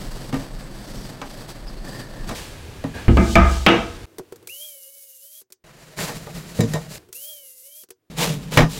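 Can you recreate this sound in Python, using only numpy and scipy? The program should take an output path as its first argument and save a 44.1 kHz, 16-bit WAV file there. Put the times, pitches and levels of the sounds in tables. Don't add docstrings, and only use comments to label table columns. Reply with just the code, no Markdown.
import sys
import numpy as np
from scipy import signal
from scipy.fft import rfft, irfft, next_fast_len
from scipy.io import wavfile
from scipy.ndimage import map_coordinates

SR = 44100
rng = np.random.default_rng(int(sys.argv[2]) if len(sys.argv) > 2 else 0)


def store_wav(level_fs):
    pcm = np.round(np.clip(np.atleast_2d(level_fs), -1, 1) * 32767)
    wavfile.write(sys.argv[1], SR, pcm.T.astype(np.int16))


N = 387638
TIME = np.arange(N) / SR

# (time [s], strength [dB], weight [dB], hardness [dB], edgewise [0-1], boom [dB], ring time [share])
BOUNCES = [(3.082, -27.5, 18.5, -3.5, .85, -4, .5), (3.171, -20.5, 8.5, -3.5, .1, -10, .85),
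           (3.355, -12.5, -2, 1, .02, 1.5, .97), (3.664, -15.5, 2.5, 6, .95, -16, .88),
           (3.688, -22, 2, 1, .9, -14, .8)]
# (time [s], strength [dB], weight [dB], hardness [dB], edgewise [0-1])
BENCH_KNOCKS = [(.327, -33, 10, 0, .89), (.342, -31, 6.5, -.5, .77), (1.216, -30, -13, -3, .97),
                (2.291, -32, -7, 4, .21), (2.312, -35, 2, 0, .6), (2.84, -31, 7.5, -6, .7),
                (5.989, -34, -8, 7, .5), (6.092, -34, -2, -1, .35), (6.27, -34.5, -12, -10, .1),
                (6.59, -27.5, 14, -9, .1), (6.606, -33, 14, 16, .05), (6.635, -34, 13, -1, .1),
                (6.736, -31, 7.5, 11, .04), (6.756, -27, -8, -12, .1), (8.521, -36, -5, 8, .5)]
# (time [s], strength [dB], weight [dB], hardness [dB])
SMALL_CLICKS = [(4.184, -42, 2, 3), (4.193, -38, 4, -14), (4.323, -42, 2, -6), (4.359, -59, 2, 9),
                (4.427, -59, 7, 0), (4.473, -53, -3, 18), (5.415, -67, 5, 14), (5.503, -67, 4, 6),
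                (5.523, -67, -5, 26), (7.088, -61, 13, 1), (7.128, -59, -7, 23), (7.835, -64, 2, 17),
                (7.888, -67, 4, 8), (7.905, -51, 1, 10)]
# (frequency [Hz], struck flat [dB], struck on edge [dB], base t60 [s])
OFFCUT_MODES = [(47, -5.5, -6, 0.9), (67.3, -1, -4, 1.05), (117.4, -10, -4.5, .4), (190.4, 0.5, -8.5, 0.34),
                (228, -5, -5, 0.53), (336, -5, -1, .36), (472, -21, -7, .9), (673, 1, -3.5, 0.3),
                (807, -7, -15, 0.35), (884, -4, -16, 0.29), (1226, 4, -25.5, .42), (1270, 1, -4.5, 0.36),
                (1525, -7, -16, 0.59), (1630, -4, -13.5, 0.17), (2080, -4.5, -11, .42),
                (2307, -1, -6.5, 0.38), (2660, -25.5, -2, 0.18), (2876, -31.5, -2.5, 0.32),
                (3140, -27.5, -2, 0.29), (3430, -13, -6.5, .33), (3720, -22.5, -6.5, .33)]
BENCH_MODES = [(113.4, 2.5, -0.5, 0.16), (158.6, 4, -1.5, 0.33), (223, -3, -3, 0.12),
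               (270.6, -10, 4.5, 0.22), (464.3, 4, -8, 0.077), (597, -3, -12, 0.15), (819, -19.5, -11, 0.2),
               (994, -12, -12.5, 0.12), (1195, -17, -6, 0.13), (1846, -2, -10.5, 0.15),
               (2274, -11, -16, 0.13), (3660, -4.5, -22, 0.08), (3900, -3, -18, 0.13),
               (4890, -7.5, -14, 0.079), (7160, -2, -20.5, 0.1)]
# (frequency [Hz], level [dB], t60 [s])
CLICK_MODES = [(376, 2.5, .07), (470, -1, .07), (1550, -10.5, .025), (4550, -8.5, .015), (8150, -9.5, .025),
               (11440, -13.5, 0.018)]
# (boom [dB], thud [dB], knock [dB], clack [dB], tick [dB])
OFFCUT_COLOUR, BENCH_COLOUR = (0, 0, 0, -2.5, -20), (-20, 0, 0, -9, -11)
SLAP_COLOUR, CLICK_COLOUR = (-1, 0, 0, -6.5, -18), (-28, 0, 0, -10, 0)
BLOW_EDGES_HZ = [40, 110, 400, 1500, 4000, 16000]
BLOW_ATTACKS_S = [.1, .05, .025, .025, .012]

# (start [s], length [s], wood rasp [dB], grit [dB], bench drone [dB])
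PENCIL_MOVES = [(-.03, .08, -43, -44, -36), (.03, .26, -47, -47, -44), (.32, .13, -41, -45.5, -36),
                (.575, .012, -46, -46, -46), (.72, .14, -54, -51, -50), (.85, .25, -49, -46.5, -39),
                (1.24, .2, -52, -49, -54), (1.47, .035, -43, -41, -48), (1.83, .19, -43, -45.5, -38),
                (2.17, .11, -49, -56, -43), (2.26, .06, -39, -41.5, -34)]
HAND_MOVES = [(2.33, .04, -39, -37.5, -52), (2.93, .06, -39, -47, -39)]
SQUARE_MOVES = [(5.77, .17, -62, -55, -65), (5.955, .085, -31, -31, -36), (6.03, .06, -35, -37, -42),
                (6.11, .06, -42, -40, -36), (6.19, .66, -48.5, -49.5, -42), (6.32, .06, -42, -42, -35),
                (6.45, .045, -49, -45, -50), (6.53, .06, -41, -39, -37), (6.66, .085, -44, -42, -32),
                (6.875, .08, -44, -39.5, -42)]
BOARD_MOVES = [(8.08, .035, -49, -50, -38), (8.155, .06, -28, -27, -33), (8.185, .055, -21, -23, -30),
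               (8.25, .075, -35, -34.5, -23.5), (8.39, .045, -48, -46, -38), (8.495, .1, -32, -32, -30),
               (8.67, .12, -44, -36, -34)]
# (frequency [Hz], level [dB])
PENCIL_SPECTRUM = [(12, -30), (20, 9), (40, 2.5), (74, -31), (116, -6), (434, -22), (574, -19),
                   (873, -24.5), (1810, -31), (2460, -36), (4670, -36), (14700, -44.5), (16000, -46)]
HAND_SPECTRUM = [(12, -31.5), (20, -1.5), (116, -6), (301, -14), (590, -13.5), (660, -16), (7950, -27.5),
                 (16000, -36)]
SQUARE_SPECTRUM = [(12, -49), (20, -10), (43, -2), (86, -18), (150, 2.5), (277, -12), (434, -14),
                   (873, -18), (1860, -19.5), (3530, -25.5), (4420, -22), (13200, -29), (16000, -31)]
BOARD_SPECTRUM = [(12, -41), (20, -11), (44, -2), (88, -21), (146, 3.5), (388, -12.5), (459, -6.5),
                  (642, -16.5), (825, -11.5), (1440, -17.5), (4810, -22), (16000, -31.5)]
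# (frequency [Hz], width [Hz], gain [dB])
PENCIL_PEAKS = [(196, 21, -8), (1760, 200, -7.5), (4630, 550, -2), (8010, 220, 1.5)]
HAND_PEAKS = [(1660, 60, 1.5), (2450, 49, -8), (4460, 270, -8.5)]
TIMBER_PEAKS = [(156, 39, 1.5), (435, 40, -10), (620, 60, 0), (1870, 90, -8.5), (3900, 300, -13.5),
                (7200, 660, -6)]
RUB_EDGES_HZ = [20, 90, 350, 3000, 16000]
# (time [s], half length [s], pitch [Hz], level [dB])
EDGE_SQUEAKS = [(.535, .014, 8200, -54), (.64, .014, 8200, -52), (1.0, .12, 5600, -54),
                (1.05, .014, 4800, -49), (1.683, .014, 5000, -44), (1.785, .014, 4300, -51),
                (1.96, .12, 1750, -46), (1.96, .1, 4700, -51), (2.2, .08, 1750, -50),
                (2.975, .035, 1660, -41)]

# (time [s], gear whine [Hz])
FIRST_RUN = [(4.5, 2656), (4.526, 2864), (4.65, 3289), (4.764, 2990), (4.838, 2875), (4.96, 3012),
             (5.2, 2831), (5.25, 3041), (5.396, 3330), (5.405, 3285)]
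SECOND_RUN = [(7.155, 2664), (7.225, 3064), (7.299, 3294), (7.499, 2791), (7.617, 2779), (7.741, 3183),
              (7.809, 3308), (7.821, 3268), (7.83, 3126)]
# (cruise [dB], extra at the start [dB], rise with speed [dB/octave], drift [dB/s])
WHINE, HUM, HISS = (-62, 20, 30, -1), (-48, -10, 14, -26), (-44, 7, 17, -2.5)
BRUSH_SPECTRUM = [(200, -80), (600, -55), (1200, -26), (2200, -21), (4200, -12), (6000, -6.5), (8500, -7),
                  (11600, 0), (13000, -4.5), (16000, -8)]

# (time [s], level [dB])
SLEEVE_LEVELS = [(3.08, -59.5), (3.33, -40), (3.41, -56.5), (3.52, -42.5), (3.7, -52.5), (3.97, -61)]
RUMBLE_LEVELS = [(0.0, -37), (0.13, -31), (0.23, -41), (1.06, -34), (1.19, -53), (1.24, -41), (1.53, -40),
                 (1.6, -33), (1.83, -35), (1.97, -46), (2.22, -33), (2.34, -35)]
LULL_LEVELS = [
    [(4.065, -54), (4.45, -54.5), (4.6, -75), (5.45, -86), (5.635, -81)],
    [(6.985, -48), (7.12, -62.5), (7.3, -73), (7.87, -81), (8.095, -72.5)],
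]
# (frequency [Hz], level [dB])
SLEEVE_SPECTRUM = [(1800, -25), (3000, -0.5), (7800, -3), (10000, -12.5), (16000, -20)]
RUMBLE_SPECTRUM = [(12, -30), (20, 6), (40, 2.5), (74, -24), (150, -50), (1000, -120)]
LULL_SPECTRUM = [(30, -33), (90, -5.5), (220, -17.5), (350, -4), (600, -18.5), (1200, -23.5), (3000, -28),
                 (16000, -37)]
ECHO_SPECTRUM = [(30, -4), (100, 0.5), (300, 11.5), (900, 8.5), (3000, -0.5), (4300, -6), (6000, -1.5),
                 (9000, -9.5), (16000, -25.5)]
# (on [s], off [s], rumble [dB], bass [dB], middle [dB], treble [dB])
PENCIL_ROOM = (0.0, 2.345, -48, -43, -45.5, -52.3)
HAND_ROOM = (2.35, 4.055, -42, -45, -47, -51)
SQUARE_ROOM = (5.642, 6.981, -58, -58, -51.5, -58)
BOARD_ROOM = (8.102, 8.79, -44, -40, -48, -53)
ROOM_DECAY = [(50, 1), (200, 0.51), (1000, 0.58), (2700, 0.47), (6000, 0.9), (14000, .15)]
TOP_HZ = 15900


def falling_offcut():
    bounces = blows([contact(OFFCUT_COLOUR, *row) for row in BOUNCES], OFFCUT_MODES, size=40000, db=.5,
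                    crack_db=20, crack_t60=.022, echo_db=5, echo_share=.98, build_cycles=1.8, top_db=-7)
    return bounces * np.interp(TIME, [4.052, 4.06], [1, 0])


def slapped_board(start_s=8.573, first_gap_s=.017, shrink=.88):
    times = start_s + np.r_[0, np.cumsum(first_gap_s * shrink ** np.arange(4))]
    rebounds = [contact(SLAP_COLOUR, s, strength=-13.5 - 3.5 * k, weight=-5.5 + 2.7 * k,
                        hardness=8 * .1 ** k, edgewise=.72, ring=.65) for k, s in enumerate(times)]
    return struck_bench(rebounds, top_db=-2)


def struck_bench(contacts, top_db):
    return blows(contacts, BENCH_MODES, size=14000, db=-.5, crack_db=7.5, crack_t60=.029,
                 echo_db=1.5, echo_share=.4, build_cycles=.75, top_db=top_db)


def contact(colour, s, strength, weight, hardness, edgewise=0, boom=0, ring=1):
    shift_db = [weight + boom, weight, 0, .7 * hardness + 4 * edgewise, hardness]
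    return s, strength + np.add(colour, shift_db), ring, edgewise


def blows(contacts, modes, size, db, crack_db, crack_t60, echo_db, echo_share, build_cycles, top_db):
    out, t = np.zeros(N + size), np.arange(size) / SR
    for s, levels, ring_share, edgewise in contacts:
        ring, peaks = 0, []
        for k, (hz, *gains, t60) in enumerate(modes):
            gain_db = np.interp(edgewise, [0, 1], [gains[0], gains[-1]]) + rng.normal(0, 1)
            build = 1 - np.exp(-t * hz / build_cycles)
            decay = amp(gain_db - 60 * t / (t60 * ring_share))
            ring += (-1) ** k * build * decay * np.sin(2 * np.pi * hz * t)
            peaks.append((hz, .02 * hz + 10, gain_db + 12))
        crack = amp(crack_db - 60 * t / crack_t60) * rng.standard_normal(size)
        echo = room_echo(size, peaks, echo_share * ring_share, echo_db)
        out[round(s * SR):][:size] += amp(db) * colour_blow(ring + crack + echo, levels, top_db)
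    return out[:N]


def colour_blow(blow, levels, top_db):
    edges = np.array(BLOW_EDGES_HZ)
    gains_db = []
    for level, attack_s, lo, hi in zip(levels, BLOW_ATTACKS_S, edges, edges[1:]):
        attack = blow[:round(attack_s * SR)]
        power = np.sum(np.abs(rfft(attack, SR)[lo:hi]) ** 2) * 2 / (SR * len(attack))
        gains_db.append(level - 10 * np.log10(power))
    centres = np.sqrt(edges[1:] * edges[:-1])
    return causal(blow, [*zip(centres, gains_db), (TOP_HZ, gains_db[-1] + top_db)])


def pencil():
    levels = strokes(PENCIL_MOVES, PENCIL_ROOM, attack_s=.025, rub_t60=.15, drone_t60=.2, rumble_db=-12)
    return rubbing(levels, PENCIL_SPECTRUM, PENCIL_PEAKS, slips_per_s=1300, grit=.27, judder_db=1.25)


def sliding():
    hands = strokes(HAND_MOVES, HAND_ROOM, attack_s=.025, rub_t60=.8, drone_t60=.8, rumble_db=0)
    square = strokes(SQUARE_MOVES, SQUARE_ROOM, attack_s=.05, rub_t60=.3, drone_t60=.4, rumble_db=-8)
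    board = strokes(BOARD_MOVES, BOARD_ROOM, attack_s=.05, rub_t60=.22, drone_t60=.42, rumble_db=-15)
    return amp(-.5) * (
        rubbing(hands, HAND_SPECTRUM, HAND_PEAKS, slips_per_s=6200, grit=.11, judder_db=.16)
        + rubbing(square, SQUARE_SPECTRUM, TIMBER_PEAKS, slips_per_s=1500, grit=.12, judder_db=.97)
        + rubbing(board, BOARD_SPECTRUM, TIMBER_PEAKS, slips_per_s=2000, grit=.35, judder_db=.6))


def strokes(moves, room, attack_s, rub_t60, drone_t60, rumble_db):
    on, off, *room_db = room
    t = np.linspace(on, off, 1000)
    power = amp(room_db)[:, None] ** 2 * np.ones_like(t)
    for start, length, rasp, grit, drone in moves:
        swell = np.sin(np.pi / 2 * np.clip((t - start) / attack_s, 0, 1)) ** 2
        after = np.maximum(t - start - length, 0)
        slide, ring = -60 * after / rub_t60, -60 * after / drone_t60
        power += (swell * amp([drone + rumble_db + ring, drone + ring, rasp + slide, grit + slide])) ** 2
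    return np.c_[t, 10 * np.log10(power.T)]


def rubbing(curves, spectrum, peaks, slips_per_s, grit, judder_db):
    span, gate, levels = stretch(curves, margin_s=.003)
    slips = grains(len(span), slips_per_s, grit) * amp(judder_db * wobble(70, len(span)))
    rub = filtered(slips, lambda hz: amp(along(spectrum, hz)) * resonances(hz, peaks))
    out = np.zeros(N)
    for level, lo, hi in zip(levels, RUB_EDGES_HZ, RUB_EDGES_HZ[1:]):
        out[span] += gate * amp(level) * unit(filtered(rub, lambda hz: band(hz, lo, hi)))
    return out


def squeaks(width=.08):
    out = np.zeros(N)
    for s, half_s, pitch, db in EDGE_SQUEAKS:
        span = np.flatnonzero(np.abs(TIME - s) < .3)
        noise = rng.standard_normal(len(span))
        chirp = unit(filtered(noise, lambda hz: np.exp(-((hz / pitch - 1) / width) ** 2)))
        out[span] += amp(db) * chirp * np.exp(-((TIME[span] - s) / half_s) ** 2)
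    return out


def motor(run, gear_ratio=5.39, cruise_hz=3000, slack_hz=2900, settle_s=.24):
    span, gate, (gear_hz,) = stretch(run, margin_s=.023)
    size = len(span)
    age, octaves = np.arange(size) / SR, np.log2(gear_hz / cruise_hz)
    load = np.exp(-(age / settle_s) ** 2)
    whine_db, hum_db, hiss_db = (db + start_db * load + per_octave * octaves + drift * age
                                 for db, start_db, per_octave, drift in (WHINE, HUM, HISS))
    slack_db = .04 * np.maximum(slack_hz - gear_hz, 0) * (age > settle_s)
    shaft_hz = gear_hz / gear_ratio * (1 - .35 * (1 - gate)) * (1 + .003 * wobble(90, size))
    turn = 2 * np.pi * np.cumsum(shaft_hz) / SR
    orders = {k: np.sin(k * turn + rng.uniform(0, 2 * np.pi)) * amp(3.8 * wobble(7.6, size))
              for k in range(2, 29)}
    sparks = grains(size, 3500, .35) * (1 + .4 * np.cos(turn))
    buzz = unit(sum((k - 1) * orders[k] for k in orders))
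    brushes = unit(filtered(sparks + .72 * buzz, lambda hz: amp(along(BRUSH_SPECTRUM, hz))))
    shaft = unit(np.sin(turn + .4 * wobble(120, size)) * amp(2.64 * wobble(39.8, size)))
    shaft += amp(-10) * unit(orders[2] / 2 + orders[3] / 2 + 2 * orders[4])
    gear = unit(np.sin(gear_ratio * turn + .35 * wobble(400, size)) * amp(2.7 * wobble(79.6, size)))
    hiss = amp(hiss_db + 1.3 * wobble(45, size)) * brushes
    whine = gate * amp(whine_db - slack_db + 3 * wobble(18, size)) * gear
    out = np.zeros(N)
    out[span] = gate * (hiss + amp(hum_db - slack_db) * shaft + whine)
    return out


def small_clicks():
    clicks = [contact(CLICK_COLOUR, *row) for row in SMALL_CLICKS]
    return blows(clicks, CLICK_MODES, size=8000, db=-.5, crack_db=4.5, crack_t60=.04,
                 echo_db=-4, echo_share=.13, build_cycles=.63, top_db=-2)


def room_echo(size, peaks, decay_share, db):
    hz, when, noise = signal.stft(rng.standard_normal(size), SR, nperseg=256)
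    t60 = along(ROOM_DECAY, hz)[:, None] * decay_share
    fade_db = along(ECHO_SPECTRUM, hz)[:, None] - 60 * when / t60
    echo = signal.istft(noise * amp(fade_db + db), nperseg=256)[1][:size]
    return filtered(echo, lambda f: resonances(f, peaks))


def hush(curve, spectrum):
    span, gate, (level,) = stretch(curve, margin_s=.0036)
    noise = unit(filtered(rng.standard_normal(len(span)), lambda hz: amp(along(spectrum, hz))))
    out = np.zeros(N)
    out[span] = noise * gate * amp(level)
    return out


def grains(size, per_s, share):
    slips = (rng.random(size) < per_s / SR) * rng.standard_normal(size)
    return np.sqrt(share) * unit(slips) + np.sqrt(1 - share) * rng.standard_normal(size)


def resonances(hz, peaks):
    return 1 + sum(amp(db) * 1j * hz * width / (centre ** 2 - hz ** 2 + 1j * hz * width)
                   for centre, width, db in peaks)


def amp(db):
    return 10 ** (np.asarray(db) / 20)


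def unit(x):
    return x / np.sqrt(np.mean(x ** 2) + 1e-20)


def along(points, hz):
    knots_hz, values = np.transpose(points)
    return np.interp(np.log(hz + 1), np.log(knots_hz + 1), values)


def stretch(rows, margin_s):
    s, *columns = np.transpose(rows)
    span = np.flatnonzero((TIME > s[0] - margin_s) & (TIME < s[-1] + margin_s))
    t = TIME[span]
    gate = np.clip(np.minimum(t - s[0], s[-1] - t) / margin_s + 1, 0, 1)
    return span, gate, [np.interp(t, s, column) for column in columns]


def wobble(knots_per_s, size):
    knots = rng.standard_normal(size // 50 + 4)
    return map_coordinates(knots, [np.arange(size) * knots_per_s / SR], mode="mirror")


def filtered(x, response):
    m = next_fast_len(len(x) + 8192)
    return irfft(rfft(x, m) * response(np.fft.rfftfreq(m, 1 / SR)), m)[:len(x)]


def band(hz, lo_hz, hi_hz):
    return ((1 + (lo_hz / (hz + 1)) ** 8) * (1 + (hz / hi_hz) ** 8)) ** -.5


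def causal(x, points):
    m = 2 * next_fast_len(len(x))
    cepstrum = irfft(np.log(amp(along(points, np.fft.rfftfreq(m, 1 / SR)))))
    fold = np.r_[1, np.full(m // 2 - 1, 2), np.zeros(m // 2)]
    return irfft(rfft(x, m) * np.exp(rfft(cepstrum * fold)))[:len(x)]


def scene():
    sleeves = amp(8) * hush(SLEEVE_LEVELS, SLEEVE_SPECTRUM)
    rumble = hush(RUMBLE_LEVELS, RUMBLE_SPECTRUM)
    lulls = sum(hush(curve, LULL_SPECTRUM) for curve in LULL_LEVELS)
    whir = motor(FIRST_RUN) + motor(SECOND_RUN)
    friction = pencil() + squeaks() + sliding()
    knocks = [contact(BENCH_COLOUR, *row, ring=.75) for row in BENCH_KNOCKS]
    impacts = falling_offcut() + struck_bench(knocks, top_db=-7) + slapped_board()
    return (impacts + friction + whir + small_clicks() + sleeves + rumble + lulls)[None]


def record(dry):
    clipped = dry[0] / (1 + np.abs(dry[0]) ** 8) ** (1 / 8)
    return filtered(clipped, lambda hz: hz < TOP_HZ)[None]


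dry = scene()
out = record(dry)
store_wav(out)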